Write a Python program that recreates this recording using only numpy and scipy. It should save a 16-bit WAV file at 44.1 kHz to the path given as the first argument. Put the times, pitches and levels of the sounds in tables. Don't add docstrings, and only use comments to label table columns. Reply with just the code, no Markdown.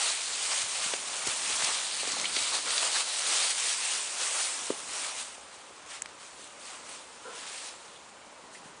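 import sys
import numpy as np
from scipy import signal
from scipy.io import wavfile
from scipy.ndimage import uniform_filter1d

SR = 44100
rng = np.random.default_rng(int(sys.argv[2]) if len(sys.argv) > 2 else 0)


def gain_from_decibels(decibels):
    exponent = np.asarray(decibels, float) / 20
    return 10 ** exponent


def store_pcm(level_fs):
    pcm = np.round(np.clip(level_fs, -1, 1) * 32767).astype(np.int16)
    wavfile.write(sys.argv[1], SR, np.atleast_2d(pcm).T)


N = 388068
EDGE_HZ = 10170


def evened(x):
    return x / np.sqrt(np.mean(x ** 2) + 1e-20)


def follow(points, t):
    return np.interp(t, *np.transpose(points))


def read(points, hz):
    f, value = np.transpose(points)
    return np.interp(np.log(hz + 1), np.log(f + 1), value)


def add(mix, s, sound):
    part = mix[round(s * SR):][:len(sound)]
    part += sound[:len(part)]


def resonate(x, hz, width):
    turn = np.exp(2j * np.pi * hz * np.arange(len(x)) / SR)
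    r = np.exp(-np.pi * width / SR)
    return 2 * (turn * signal.lfilter([1 - r], [1, -r], x / turn)).real


def resonate_twice(x, hz, width):
    return resonate(resonate(x, hz, width), hz, width)


def ticks(per_s, spread_db, share):
    size = gain_from_decibels(spread_db * np.minimum(rng.exponential(1, N), 3.5)) * (rng.random(N) < per_s / SR)
    sparse = evened(size * rng.choice([-1., 1.], N))
    return np.sqrt(share) * sparse + np.sqrt(1 - share) * rng.standard_normal(N)


def coloured(x, shape, patchy_db, flicker_db, tilt=0, ring_db=0, size=256):
    ring_hz, ring_octaves = 4250, .24
    hz, t, z = signal.stft(x, SR, nperseg=size, noverlap=size * 3 // 4)
    patches = rng.standard_normal((len(t), len(hz))).T
    patches = uniform_filter1d(patches, size=5, axis=0)
    patches = evened(uniform_filter1d(patches, size=24, axis=1))
    flicker = evened(signal.lfilter([1], [1, -.9], rng.exponential(1, len(t)) ** 2 - 2))

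    slope = np.interp(t * SR, np.arange(N), tilt * np.ones(N)) * np.log2(hz / 4000 + .01)[:, None]
    ring = np.exp(-(np.log2(hz / ring_hz + .01) / ring_octaves) ** 2)[:, None]
    slope += np.interp(t * SR, np.arange(N), ring_db * np.ones(N)) * ring
    gain = gain_from_decibels(read(shape, hz)[:, None] + slope) * (hz < EDGE_HZ)[:, None]
    gain /= np.sqrt((gain ** 2).mean(0))
    z = z * gain * gain_from_decibels(patchy_db * patches + flicker_db * flicker)
    return evened(signal.istft(z, SR, nperseg=size, noverlap=size * 3 // 4)[1][:N])


def garden():
    # [f/Hz, level per Hz/dB]
    air_shape = [(15, -50), (25, -21.5), (134, -8.5), (216, -6.5), (414, 0), (574, 3), (719, 0), (795, 3.5),
                 (1070, 3), (1490, -2.5), (2650, -7), (5620, -12.5), (7220, -10.5), (10000, -38),
                 (13000, -29), (22000, -120)]
    # [t/s, level/dB]
    drone_levels = [(0.0, -79), (.44, -82), (1.57, -74), (1.9, -76), (2.43, -72), (3.01, -89), (4.53, -86),
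                    (4.68, -75.5), (8.8, -79.5)]
    air = gain_from_decibels(-52.5) * coloured(rng.standard_normal(N), air_shape, 0.96, .3, size=2048)
    drone = evened(resonate_twice(rng.standard_normal(N), hz=65, width=22))
    return air + gain_from_decibels(follow(drone_levels, np.arange(N) / SR)) * drone


def scuffing():
    # [f/Hz, level per Hz/dB]
    ground_shape = [(30, -14), (100, -11), (200, 1), (300, 4), (450, -9), (900, -33)]
    # [t/s, level/dB]
    scuff_levels = [(0.0, -76), (.6, -67), (1.49, -59), (1.86, -66), (2.15, -54.5), (2.5, -60.5),
                    (3.0, -70), (4.1, -73), (4.85, -61), (5.3, -70), (7.45, -64), (7.7, -71.5), (8.8, -62)]
    ground = coloured(ticks(60, 4.3, share=0.33), ground_shape, 1.3, .6, size=1024)
    return gain_from_decibels(follow(scuff_levels, np.arange(N) / SR)) * ground


def grunt():
    # [t/s, level/dB, mean pulse rate/Hz]
    grunt_course = [(7.235, -59, 112), (7.26, -44, 125), (7.3, -45, 167), (7.325, -49, 115),
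                    (7.38, -52, 100)]
    # [f/Hz, width of one pass/Hz, level among them/dB]
    throat_tones = [(475, 76, 0), (1040, 270, -1), (1350, 230, 0)]
    s, db, rate = np.transpose(grunt_course)
    t = np.arange(s[0], s[-1], 1 / SR)
    unevenness = 1 + 2.74 * uniform_filter1d(rng.standard_normal(len(t)), size=200)
    turns = np.cumsum(np.interp(t, s, rate) * unevenness) / SR
    pulses = evened(np.diff(np.floor(turns), prepend=0))
    drive = pulses + 0.59 * rng.standard_normal(len(t))
    voice = sum(gain_from_decibels(d) * evened(resonate_twice(drive, hz, width)) for hz, width, d in throat_tones)
    out = np.zeros(N)
    add(out, s[0], gain_from_decibels(np.interp(t, s, db)) * evened(voice))
    return out


def thuds():
    # [t/s, peak level before echoes/dB, f/Hz]
    blow_list = [(.3143, -60, 80), (.6395, -50, 111), (.7896, -56, 110), (.8633, -41, 262),
                 (0.9377, -24.5, 583), (1.272, -31.5, 398), (1.283, -44, 112), (1.501, -37.5, 426),
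                 (1.5383, -53, 70), (1.6227, -28.5, 880), (1.637, -43, 172), (1.6883, -35, 490),
                 (2.0327, -29.5, 610), (2.0765, -32, 497), (2.1696, -29, 850), (2.3691, -31, 475),
                 (2.4168, -54, 80), (2.507, -59, 90), (2.552, -34, 650), (2.588, -35, 650),
                 (2.7093, -57, 85), (2.9653, -42, 516), (4.2181, -36, 550), (4.4086, -47, 560),
                 (4.7047, -16.5, 447), (5.3814, -39, 714), (5.7102, -41, 646), (6.3947, -43, 486),
                 (8.3279, -46, 700), (8.659, -46, 228), (8.701, -55, 201)]
    # [delay/ms, level/dB]
    wall_list = [(7.4, -14), (19, -16), (33, -22)]
    out = np.zeros(N)
    for s, db, hz in blow_list:
        ms = 3.03 * (500 / hz) ** 0.85
        t = np.arange(-2 * ms / 1000, 2 * ms / 1000, 1 / SR)
        phase = 1000 * t / ms
        press = np.exp(-np.where(t < 0, 7, 2.2) * phase ** 2)
        cycles = np.cos(2 * np.pi * hz * t * (1 - 0.22 * phase))
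        add(out, s + t[0], -gain_from_decibels(db) * press * cycles)
    echoes = np.zeros(SR // 20)
    echoes[0] = 1
    for ms, db in wall_list:
        echoes[round(ms * SR / 1000)] = gain_from_decibels(db)
    return signal.oaconvolve(out, echoes)[:N]


def clicks():
    # [t/s, level before push and pull are balanced/dB, f/Hz]
    click_list = [(0.8637, -19, 2800), (2.0776, -21, 5000), (2.186, -13, 5000), (2.189, -17, 6000),
                  (2.1992, -10, 4800), (2.2144, -11, 6000), (2.5112, -22, 5000), (2.7814, -8, 3600),
                  (3.3456, -18, 4000), (3.5167, -21, 3500), (6.0208, -23.5, 1800), (6.0587, -24.5, 1590),
                  (7.5199, -30, 4500)]
    half_cycles = 0.4
    out, t = np.zeros(N), np.arange(-64, 64) / SR
    for s, db, hz in click_list:
        window = np.exp(-(hz * t / half_cycles) ** 2)
        cycle = window * np.cos(2 * np.pi * hz * t)
        balanced = cycle - window * cycle.sum() / window.sum()
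        add(out, s + t[0], -gain_from_decibels(db) * balanced)
    return out


def snaps():
    # [t/s, peak level/dB, f/Hz, width of one pass/Hz, decay/ms]
    burst_list = [(.8626, -23, 2600, 2500, 5.3), (0.936, -22.5, 2500, 2500, 1.4),
                  (.9392, -22, 1800, 1600, 2.9), (1.273, -16.5, 5200, 5970, 6.8),
                  (1.527, -23.5, 3000, 3000, 6.6), (1.56, -23, 5000, 5000, 6), (1.624, -24, 1500, 2000, 5),
                  (1.647, -19, 4500, 5000, 7), (1.75, -26, 4000, 5000, 11), (2.075, -24, 5450, 3000, 3),
                  (2.12, -18.5, 4500, 5000, 4), (2.244, -25, 2170, 500, 5), (2.256, -20, 2700, 1200, 4.8),
                  (2.366, -17, 2300, 2500, 5.7), (2.551, -18, 3300, 4000, 8),
                  (2.7798, -13.5, 3300, 2200, 1.8), (2.832, -20, 3200, 2000, 4),
                  (2.962, -22, 1280, 1200, 11), (4.7033, -26, 905, 800, 1.9), (5.047, -23.5, 1200, 3000, 3),
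                  (6.021, -17.5, 6930, 2600, 1.4), (6.0592, -28.5, 2200, 3500, 1.9),
                  (7.96, -45, 3460, 900, 33), (8.554, -40.5, 1880, 600, 8)]
    out, t_ms = np.zeros(N), np.arange(-2048, 4096) * 1000 / SR
    for s, db, hz, width, decay in burst_list:
        noise = np.diff(rng.standard_normal(len(t_ms) + 1))
        fibres = resonate_twice(noise, hz, width)
        rise = 0.2 * decay ** 1.56
        burst = fibres * np.exp(np.where(t_ms < 0, t_ms / rise, -t_ms / decay))
        add(out, s + t_ms[0] / 1000, gain_from_decibels(db) * burst / abs(burst).max())
    return out


def sweeps():
    # [t/s, level/dB]
    rustle_levels = [(0.0, -33.5), (.7, -35.5), (1.05, -40), (1.6, -36.5), (2.0, -33.5), (2.4, -39),
                     (2.62, -42), (3.1, -36), (3.8, -42), (4.1, -36), (4.5, -34.5), (4.76, -42),
                     (5.27, -42.5), (5.41, -52), (6.1, -55.5), (6.6, -53.5), (7.3, -52), (7.76, -50.5),
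                     (8.16, -58.5), (8.8, -59)]
    # [peak t/s, level/dB, rise/s, fall/s, weight on the stems as crunch over swish/dB]
    swish_list = [(.05, -30, 0.22, 0.094, -9.5), (.45, -34, 0.084, 0.073, -9.5),
                  (.55, -33, 0.062, 0.11, -9), (.86, -33.5, 0.18, 0.15, -10),
                  (1.15, -36.5, 0.14, 0.16, -6.5), (1.28, -34, 0.027, 0.086, -7.5),
                  (1.64, -31.5, 0.36, 0.22, -10), (2.12, -36.5, 0.07, .06, -6.5),
                  (2.23, -35.5, 0.079, 0.12, -7.5), (2.38, -31, 0.072, 0.33, -12),
                  (2.545, -31, 0.022, 0.043, -4.5), (2.74, -30.5, 0.089, 0.088, -10),
                  (2.86, -29, 0.077, 0.055, -7.5), (2.96, -28, 0.064, 0.071, -11),
                  (3.22, -33, 0.19, .1, -11), (3.33, -28.5, 0.079, 0.17, -10),
                  (3.49, -29.5, 0.16, 0.046, -14.5), (3.7, -28.5, 0.17, 0.055, -15.5),
                  (3.88, -31, 0.16, 0.18, -13), (4.22, -32, 0.048, 0.13, -9.5),
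                  (4.41, -32.5, 0.1, 0.1, -10), (4.6, -42.5, 0.18, 0.21, -5.5),
                  (5.02, -35.5, 0.14, 0.12, -6.5), (5.2, -37, .05, 0.044, -10),
                  (5.93, -42.5, 0.048, 0.07, -6.5), (6.22, -50, 0.041, 0.17, -9),
                  (6.42, -48.5, .05, 0.078, -21), (6.69, -46, 0.1, 0.15, -6), (6.93, -45, .09, 0.097, -7),
                  (7.42, -44.5, .14, 0.18, -6), (7.65, -42.5, 0.22, 0.074, -11.5),
                  (8.55, -52, 0.033, 0.072, -14), (8.66, -58.5, 0.043, 0.091, 3.5)]
    t = np.arange(0, N, 32) / SR
    rustle_db = follow(rustle_levels, t)
    swish = gain_from_decibels(2 * rustle_db)
    crunch = swish * gain_from_decibels(2 * (-12 - 0.47 * (rustle_db + 35)))
    for s, db, rise, fall, crunch_db in swish_list:
        drop_db = 10 * (abs(t - s) / np.where(t < s, rise, fall)) ** 2.25
        power = gain_from_decibels(2 * (db - drop_db))
        swish = swish + power
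        crunch = crunch + power * gain_from_decibels(2 * crunch_db)
    every = np.arange(N) / SR
    return np.interp(every, t, np.sqrt(swish)), np.interp(every, t, np.sqrt(crunch))


def blades():
    # [f/Hz, level per Hz/dB]
    blade_shape = [(600, -35), (1200, -9.5), (1700, -5), (2500, -1), (4000, 0), (5500, -1.5), (8000, 1.5),
                   (9800, 0), (12000, -84)]
    # [t/s, brightness/dB per octave, papery ring/dB]
    blade_colour = [(0.0, -.4, 4), (.6, -0.2, 0.5), (1.5, -0.2, .3), (2.25, -.6, 5), (3.0, 0.4, 3.5),
                    (3.65, -0.4, -0.5), (4.85, 0.95, -1), (5.96, -2.5, 0), (6.4, -0.1, -0.5),
                    (7.45, -1.5, -0.5), (8.5, 2.8, 3.5), (8.8, 0, -1)]
    s, bright, ring = np.transpose(blade_colour)
    t = np.arange(N) / SR
    return coloured(ticks(3000, 2.7, share=0.37), blade_shape, 1.24, 0.62,
                    tilt=np.interp(t, s, bright), ring_db=np.interp(t, s, ring))


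def stems():
    # [f/Hz, level per Hz/dB]
    stem_shape = [(100, -44), (250, -20.5), (400, -5.5), (600, 0.5), (1200, 3.5), (1700, -2.5), (3000, -3),
                  (6000, -42.5)]
    return coloured(ticks(900, 3.2, share=0.35), stem_shape, 0.98, 1.0, size=512)


def grass():
    swish, crunch = sweeps()
    return swish * blades() + crunch * stems()


def scene():
    mix = garden() + scuffing() + grunt() + thuds() + clicks() + snaps() + grass()
    return np.tile(mix, (2, 1))


def low_pass(x):
    return signal.sosfilt(signal.butter(12, 11280, fs=SR, output="sos"), x)


def record(dry):
    dry = signal.lfilter(*signal.butter(1, 35, "high", fs=SR), dry)
    edge = signal.firwin(1023, EDGE_HZ, window=("kaiser", 9), fs=SR)
    mix = signal.oaconvolve(dry, edge[None], "same")
    return low_pass(mix)


dry = scene()
out = record(dry)
store_pcm(out)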